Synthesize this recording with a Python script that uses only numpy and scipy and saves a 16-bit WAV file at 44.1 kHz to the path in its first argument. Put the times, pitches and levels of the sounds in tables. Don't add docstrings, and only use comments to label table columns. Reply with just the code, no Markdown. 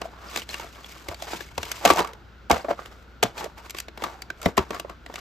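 import sys
import numpy as np
from scipy import signal
from scipy.fft import rfft, irfft, next_fast_len
from scipy.io import wavfile

SR = 44100
rng = np.random.default_rng(int(sys.argv[2]) if len(sys.argv) > 2 else 0)


def store_wav(level_fs):
    pcm = np.round(np.clip(np.atleast_2d(level_fs), -1, 1) * 32767)
    wavfile.write(sys.argv[1], SR, pcm.T.astype(np.int16))


N = 229533
TIME = np.arange(N) / SR

# start_s, level_db, brightness_db_per_octave, note_hz, note_relative_to_level_db
KNOCKS = [(0.016, -30.5, -0.5, 656, -3), (0.373, -30, 1.9, 3830, -2), (0.597, -36.5, 0.5, 900, 0.5),
          (1.085, -31, 0.5, 580, -3.5), (1.222, -34, 1.7, 666, -4), (1.333, -31.5, -3.5, 1290, -11),
          (1.579, -25.5, 0, 950, -4), (1.851, -14.5, 1, 720, 3), (1.857, -13, -1, 776, -9),
          (1.876, -22, 0, 1175, 1), (1.902, -11.5, -1.5, 1140, 2.3), (1.907, -19.5, 0.6, 567, -2),
          (1.96, -34.5, 2.5, 687, 8), (1.971, -31, 1.5, 760, -5), (1.983, -28, 0.7, 913, -5),
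          (1.991, -22, 0, 990, 1), (2.002, -34.5, 2.7, 446, 11.5), (2.046, -34, -0.6, 1160, 5.5),
          (2.499, -30, 2, 800, 12), (2.512, -14.5, -0.2, 440, -8.5), (2.528, -28, -5.5, 800, -7),
          (3.228, -14, -0.3, 710, -7), (3.234, -19.5, 1.56, 660, -5.5), (3.442, -37.5, 2.5, 450, 5),
          (3.975, -37, -0.8, 900, -8), (4.021, -31, -3, 910, -14), (4.038, -28, 0.7, 1184, 4),
          (4.459, -21.5, -3, 680, -2.5), (4.461, -26.5, -6, 227, 8), (4.576, -19.5, -4, 930, -16),
          (4.578, -16, -1.1, 1028, 4), (4.589, -23.5, -4.1, 372, 3.5), (4.706, -28.5, -1.7, 430, -2.5),
          (4.797, -31, 1.5, 1155, -7), (4.896, -37.5, -2, 1090, -5)]
# thump_db, body_db, clack_db, snap_db
KNOCK_SHARES = [-13, -1, -1.5, -4.5]


def knocks():
    return contacts(KNOCKS, KNOCK_SHARES, base_t60_s=0.026)


# start_s, level_db, brightness_db_per_octave, note_hz, note_relative_to_level_db
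PATS = [(0.054, -40, 4, 663, 8), (0.643, -39.5, 6, 680, -1), (2.504, -11.5, -0.2, 533, -9.5),
        (2.645, -32, -1.5, 566, 2.5), (2.684, -33, -4.7, 660, 5), (2.69, -31.5, 3.7, 664, -8),
        (2.709, -25.5, 2.3, 612, 6.5), (2.79, -36.5, 0.5, 1210, 4), (3.46, -41, -3.5, 606, 9.5),
        (4.485, -29.5, 4, 440, -5), (4.847, -37.5, -3, 600, -3), (5.098, -37, 0.4, 348, -10)]
# thump_db, body_db, clack_db, snap_db
PAT_SHARES = [-14, 1.5, -24, -26]


def pats():
    return contacts(PATS, PAT_SHARES, base_t60_s=0.033)


# start_s, level_db, brightness_db_per_octave, note_hz, note_relative_to_level_db
TICKS = [(0.36, -22, -0.8, 4050, -11), (0.418, -35.5, -1.5, 2920, -2), (0.49, -33, 0, 4120, -12),
         (0.498, -42.5, -2, 4200, 9), (0.531, -37, -1, 2880, -5), (0.542, -28.5, -0.6, 2770, -0.5),
         (0.844, -40, -3, 3380, 2.5), (1.144, -38, 0, 4560, -4), (1.406, -31, -5, 1680, 0),
         (1.63, -25.5, -0.8, 2990, -19), (1.716, -29, 3.24, 3470, -23), (1.935, -52, 9.5, 970, -1.5),
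         (2.073, -40.5, 0.7, 1270, -10), (2.133, -41, -0.5, 453, -7), (2.858, -39.5, -0.6, 2860, -9.5),
         (3.379, -40, 1.5, 2470, 0), (3.697, -38.5, 1.7, 4000, -11), (3.706, -43, 5, 2320, -13),
         (3.747, -32, -3, 1110, -3.5), (3.785, -31, 1, 4710, -5), (3.801, -38.5, 5, 2270, -12),
         (3.883, -32, -4.5, 1670, -17), (4.22, -37, 1.7, 4620, -0.5), (4.302, -30, -3, 1550, 4.5),
         (4.416, -43.5, 3.5, 1350, 6.5), (4.429, -45.5, 4.7, 1010, -6), (4.458, -22, -2, 2060, -0.8),
         (4.57, -31, 1, 1870, -8), (4.746, -44.5, 2.9, 1140, -12), (5.062, -35.5, -3.1, 1960, -8),
         (5.14, -35.5, -0.9, 614, -6.5), (5.157, -31.5, -0.4, 2660, -9)]
# thump_db, body_db, clack_db, snap_db
TICK_SHARES = [-23, -10, -1, -4]


def ticks():
    return contacts(TICKS, TICK_SHARES, base_t60_s=0.022)


# low_hz, high_hz
REGISTERS = [(195, 371), (335, 1125), (1400, 3870), (4500, 11440)]


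def contacts(rows, shares_db, base_t60_s, thump_ring=2.4, body_ring=1.1, clack_ring=0.97, snap_ring=0.66,
             note_ring=0.9, softness=0.04, thump_rise_s=0.0056, note_rise_s=0.0017, grit_db=4.0,
             brush_s=0.004, brush_db=-17.0):
    since_blow = TIME[:SR // 5] - brush_s
    t = np.maximum(since_blow, 0)
    brush = from_db(brush_db) * np.minimum(1 + since_blow / brush_s, 1) ** 2
    out = np.zeros((2, N + len(t)))
    attack_samples = SR // 125
    filters = [signal.butter(2, edges, "band", fs=SR, output="sos") for edges in REGISTERS]
    octaves = np.log2(np.array(REGISTERS) / 1000).mean(axis=1)
    rises_s = [thump_rise_s] + [softness * base_t60_s] * 3
    ring_factors = (thump_ring, body_ring, clack_ring, snap_ring)
    for start_s, level_db, brightness, note_hz, note_db in rows:
        first = int(max(start_s - brush_s, 0) * SR)
        parts = []
        for sos, rise_s, ring_factor in zip(filters, rises_s, ring_factors):
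            grit = from_db(grit_db * rng.standard_normal(len(t)))
            chatter = rng.standard_normal((2, len(t))) * grit
            decay = from_db(-60 * t / (base_t60_s * ring_factor))
            force = (brush + 1 - np.exp(-t / rise_s)) * decay
            parts.append(signal.sosfilt(sos, chatter * force + 1e-18))
        note = ring(t, note_hz, base_t60_s * note_ring, note_rise_s)
        parts.append(note * rng.choice([-1, 1], (2, 1)))
        parts_db = level_db + np.append(shares_db + brightness * octaves, note_db)
        for part, part_db in zip(parts, parts_db):
            strength = np.sqrt(np.sum(part ** 2, axis=1, keepdims=True) / attack_samples)
            out[:, first:first + len(t)] += from_db(part_db) * part / strength
    return out[:, :N]


# frequency_hz, relative_density_db_per_hz
DRAG = [(60, -18.5), (180, -13), (330, -3), (650, -0.5), (1150, 0.5), (1550, -1.5), (2400, -14.5),
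        (4000, -17), (9000, -36.5)]
# frequency_hz, relative_density_db_per_hz
SLIDE = [(300, -12.5), (1000, -15), (1800, -2), (3500, -1.5), (6500, -6), (9000, -7), (13000, -12),
         (16000, -23.5)]


def rubbing(drag_trim_db=-1.5, pocket_db=-4.5, slide_trim_db=1.0, judder_db=3.0, flutter_db=2.5, crinkle_db=-8.0):
    drag_strength, slide_strength, pocket_hz = motion()
    slips = grains(per_s=800, spread_db=1.0)
    drag = from_db(drag_trim_db) * rms_one(colour(slips, DRAG))
    drag = drag + from_db(pocket_db) * pocket(slips, pocket_hz)
    slide = rms_one(colour(grains(per_s=6000, spread_db=3.5), SLIDE))
    slide += from_db(crinkle_db) * sleeve_crinkle()
    drag *= drag_strength * from_db(judder_db * drift(90))
    slide *= slide_strength * from_db(slide_trim_db + flutter_db * drift(110))
    return drag + slide


def sleeve_crinkle(t60_s=0.014):
    crinkle = np.zeros((2, N))
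    for hz in np.geomspace(1500, 5500, num=12):
        buckles = grains(per_s=11, spread_db=7.0)
        tick = ring(TIME[None, :SR // 20], hz, t60_s, 1 / hz)
        crinkle += signal.fftconvolve(buckles, tick, axes=1)[:, :N]
    return rms_one(crinkle)


def pocket(x, centre_hz, width_hz=140, block=128):
    radius = np.exp(-np.pi * width_hz / SR)
    out, state = np.zeros_like(x), np.zeros((2, 2))
    for i in range(0, N, block):
        poles = [1, -2 * radius * np.cos(2 * np.pi * centre_hz[i] / SR), radius ** 2]
        out[:, i:i + block], state = signal.lfilter([1, 0, -1], poles, x[:, i:i + block], zi=state)
    return rms_one(out)


# fastest_s, swell_s, fade_s, relative_drag_db, relative_slide_db, pocket_hz
STROKES = [(0.05, 0.1, 0.12, -41.5, -53, 660), (0.259, 0.16, 0.2, -42.5, -63, 1140),
           (0.39, 0.17, 0.052, -40, -34, 1110), (0.51, 0.04, 0.22, -45, -38.5, 1100),
           (0.62, 0.1, 0.12, -42.5, -46.5, 1320), (0.75, 0.08, 0.18, -49.5, -50, 1100),
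           (0.9, 0.13, 0.4, -51, -45.5, 1100), (1.12, 0.07, 0.031, -42, -43.5, 648),
           (1.24, 0.045, 0.26, -45, -45.5, 800), (1.34, 0.17, 0.15, -43, -34, 860),
           (1.66, 0.12, 0.2, -41, -40, 980), (1.77, 0.15, 0.2, -48, -39.5, 1030),
           (1.885, 0.055, 0.098, -20.5, -24.5, 775), (2.0, 0.08, 0.059, -22, -33.5, 876),
           (2.08, 0.05, 0.13, -40.5, -57.5, 850), (2.525, 0.012, 0.1, -28, -33.5, 750),
           (2.711, 0.038, 0.021, -29, -44, 610), (2.8, 0.06, 0.17, -43.5, -48.5, 1240),
           (2.92, 0.12, 0.21, -55, -57.5, 1200), (3.39, 0.035, 0.086, -30.5, -35, 890),
           (3.435, 0.05, 0.045, -35, -48.5, 604), (3.585, 0.02, 0.055, -41, -44, 860),
           (3.66, 0.06, 0.06, -46.5, -47.5, 1000), (3.77, 0.035, 0.072, -44.5, -42.5, 2210),
           (4.043, 0.06, 0.1, -31.5, -40.5, 906), (4.118, 0.03, 0.16, -45.5, -55, 800),
           (4.464, 0.073, 0.05, -36, -38.5, 600), (4.751, 0.055, 0.053, -33, -41, 1110),
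           (4.915, 0.05, 0.035, -40.5, -55.5, 1120), (5.18, 0.1, 0.067, -44, -45, 1160)]


def motion(shudder_drag_db=-20.5, shudder_slide_db=-30.5, shudder_rise_s=0.017, shudder_fall_s=0.075):
    shudders = [(start_s + shudder_rise_s, shudder_rise_s, shudder_fall_s,
                 level_db + shudder_drag_db, level_db + shudder_slide_db, note_hz)
                for start_s, level_db, _, note_hz, _ in KNOCKS + PATS]
    columns = np.transpose(STROKES + shudders)[:, :, None]
    fastest_s, swell_s, fade_s, drag_db, slide_db, pocket_hz = columns
    t = TIME[::SR // 1000]
    shape_db = -20 * np.maximum((fastest_s - t) / swell_s, (t - fastest_s) / fade_s)
    drag_power = from_db(drag_db + shape_db) ** 2
    slide_power = from_db(slide_db + shape_db) ** 2
    total_drag = drag_power.sum(axis=0)
    mean_pocket_hz = (pocket_hz * drag_power).sum(axis=0) / total_drag
    controls = np.sqrt(total_drag), np.sqrt(slide_power.sum(axis=0)), mean_pocket_hz
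    return [np.interp(TIME, t, control) for control in controls]


# frequency_hz, width_hz, level_relative_to_direct_db
SHELL = [(171, 19, -1), (262, 9.9, -7.5), (376, 44, -9.5), (451, 25, -3), (566, 33, -9), (699, 70, -6.5),
         (927, 27, -10), (1150, 18, -2.5), (2232, 220, -5), (2680, 370, -11.5), (3440, 23, -29.5),
         (3930, 27, -26), (4840, 92, -5)]


def shell(x, output_db=-2.5):
    out = x.copy()
    for hz, width_hz, level_db in SHELL:
        radius = np.exp(-np.pi * width_hz / SR)
        zeros = np.array([1, 0, -1]) * (1 - radius * radius) / 2
        poles = [1, -2 * radius * np.cos(2 * np.pi * hz / SR), radius * radius]
        out += from_db(level_db) * signal.lfilter(zeros, poles, x)
    return from_db(output_db) * out


# start_s, level_db, pitch_hz
THUDS = [(1.089, -34, 85), (1.468, -43.5, 69.5), (1.527, -42, 69.5), (1.579, -31, 79.3), (1.65, -39, 73),
         (1.91, -32.5, 83), (2.519, -22.5, 73), (3.236, -28.5, 119.6), (4.461, -26.5, 94),
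         (4.591, -25.5, 75)]


def floorboards(t60_s=0.11, rise_s=0.0023, overtone=1.8, overtone_db=-8.0, overtone_t60_s=0.1):
    out = np.zeros(N)
    for start_s, level_db, pitch_hz in THUDS:
        t = np.maximum(TIME - start_s, 0)
        thud = ring(t, pitch_hz, t60_s, rise_s)
        thud += from_db(overtone_db) * ring(t, pitch_hz * overtone, overtone_t60_s, rise_s)
        out += from_db(level_db) * thud
    return out


def room(mid, t60_s=0.16, level_db=-13, build_s=0.0018, treble_db=-9.0):
    t = TIME[:SR // 2]
    build = 1 - np.exp(-(t / build_s) ** 2)
    tail = rng.standard_normal((2, len(t))) * from_db(-60 * t / t60_s) * build
    tail /= np.sqrt(np.sum(tail ** 2, axis=1, keepdims=True))
    tail = colour(tail, [(150, 1.0), (900, -6.5), (4000, -0.2), (12000, treble_db)])
    return from_db(level_db) * signal.fftconvolve(mid[None], tail, axes=1)[:, :N]


# frequency_hz, relative_density_db_per_hz
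ROOM_AIR = [(20, -30.5), (35, -5), (65, -6.5), (95, -6), (160, -9.5), (350, -10.5), (700, -16), (1150, -16),
            (1450, -9), (1800, -18), (4000, -23.5), (8000, -39.5), (16000, -43)]


def room_rush(level_db=-53):
    return from_db(level_db) * rms_one(colour(rng.standard_normal((2, N)), ROOM_AIR))


def whirr(centre_hz=1430, width_hz=150, level_db=-69):
    edges = [centre_hz - width_hz / 2, centre_hz + width_hz / 2]
    band = signal.butter(2, edges, "band", fs=SR, output="sos")
    return from_db(level_db) * rms_one(signal.sosfilt(band, rng.standard_normal((2, N))))


def hum(hz=59.9, rms_db=-56):
    return np.sqrt(2) * from_db(rms_db) * np.sin(2 * np.pi * hz * TIME)


def background():
    air = room_rush() + whirr()
    air[0] += hum()
    return air


# frequency_hz, side_gain_db
WIDTH = [(60, -12), (300, -9), (700, -8), (1400, -5), (4000, -7), (8000, -8), (15000, -49.5)]
# frequency_hz, left_minus_right_db
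BALANCE = [(60, 0.5), (130, 4), (290, 3.5), (480, 0), (680, -1.5), (1300, 0), (1900, 1), (2500, -0.5),
           (3400, 4), (5300, 2.5), (6200, -1), (16000, 0.5)]
# frequency_hz, left_lead_rad
LEAD = [(0, 0), (550, -.3), (800, .2), (2200, .2), (2800, .8), (4500, .4), (5500, -.4), (7400, -.2),
        (9700, -3.1), (11200, -3.9), (12100, -6.1), (13900, -6.6), (14700, -8.8), (16000, -9.4)]


def ports(mid, side):
    size = 2 * next_fast_len(N)
    hz = np.arange(size // 2 + 1) * SR / size
    half_level = from_db(np.interp(hz, *np.transpose(BALANCE)) / 2)
    half_phase = np.exp(0.5j * np.interp(hz, *np.transpose(LEAD)))
    half = half_level * half_phase
    side = colour(side, WIDTH)
    left_right = np.array([mid + side, mid - side])
    return irfft(rfft(left_right, size) * np.array([half, 1 / half]))[:, :N]


def from_db(db):
    return 10 ** (np.asarray(db) / 20)


def rms_one(x):
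    return x / np.sqrt(np.mean(x ** 2) + 1e-20)


def ring(t, hz, t60_s, rise_s):
    return np.sin(2 * np.pi * hz * t) * from_db(-60 * t / t60_s) * (1 - np.exp(-t / rise_s))


def grains(per_s, spread_db):
    born = rng.random(N) < per_s / SR
    size = from_db(spread_db * np.minimum(rng.exponential(1, N), 3))
    return rms_one(born * size * rng.choice([-1, 1], (2, N)))


def drift(per_s):
    knots = rng.standard_normal(N // 20)
    return rms_one(np.interp(TIME * per_s, np.arange(len(knots)), knots))


def colour(x, points):
    size = 2 * next_fast_len(x.shape[-1])
    table_hz, table_db = np.transpose(points)
    hz = np.arange(size // 2 + 1) * SR / size
    gain_db = np.interp(np.log(hz + 1), np.log(table_hz), table_db)
    cepstrum = irfft(np.log(from_db(gain_db)))
    cepstrum[1:size // 2] *= 2
    cepstrum[size // 2 + 1:] = 0
    return irfft(rfft(x, size) * np.exp(rfft(cepstrum)))[..., :x.shape[-1]]


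def scene():
    case = shell(knocks() + pats() + ticks() + rubbing())
    mid, side = case + room(case[0]) + background()
    return ports(mid + floorboards(), side)


# frequency_hz, gain_db
MICROPHONE = [(30, 6), (150, 3.5), (600, 0.5), (1500, -1.5), (4000, -2.5), (6500, -0.5), (9000, -4),
              (11500, -2), (14000, -0.5), (16000, 8.5)]


def record(dry, low_cut_hz=32, top_stop_hz=17000):
    low_cut = signal.butter(2, low_cut_hz, "high", fs=SR, output="sos")
    heard = signal.sosfilt(low_cut, colour(dry, MICROPHONE))
    rounded = np.tanh(heard)
    top_cut = signal.cheby2(14, 70, top_stop_hz, fs=SR, output="sos")
    return signal.sosfilt(top_cut, rounded)


dry = scene()
out = record(dry)
store_wav(out)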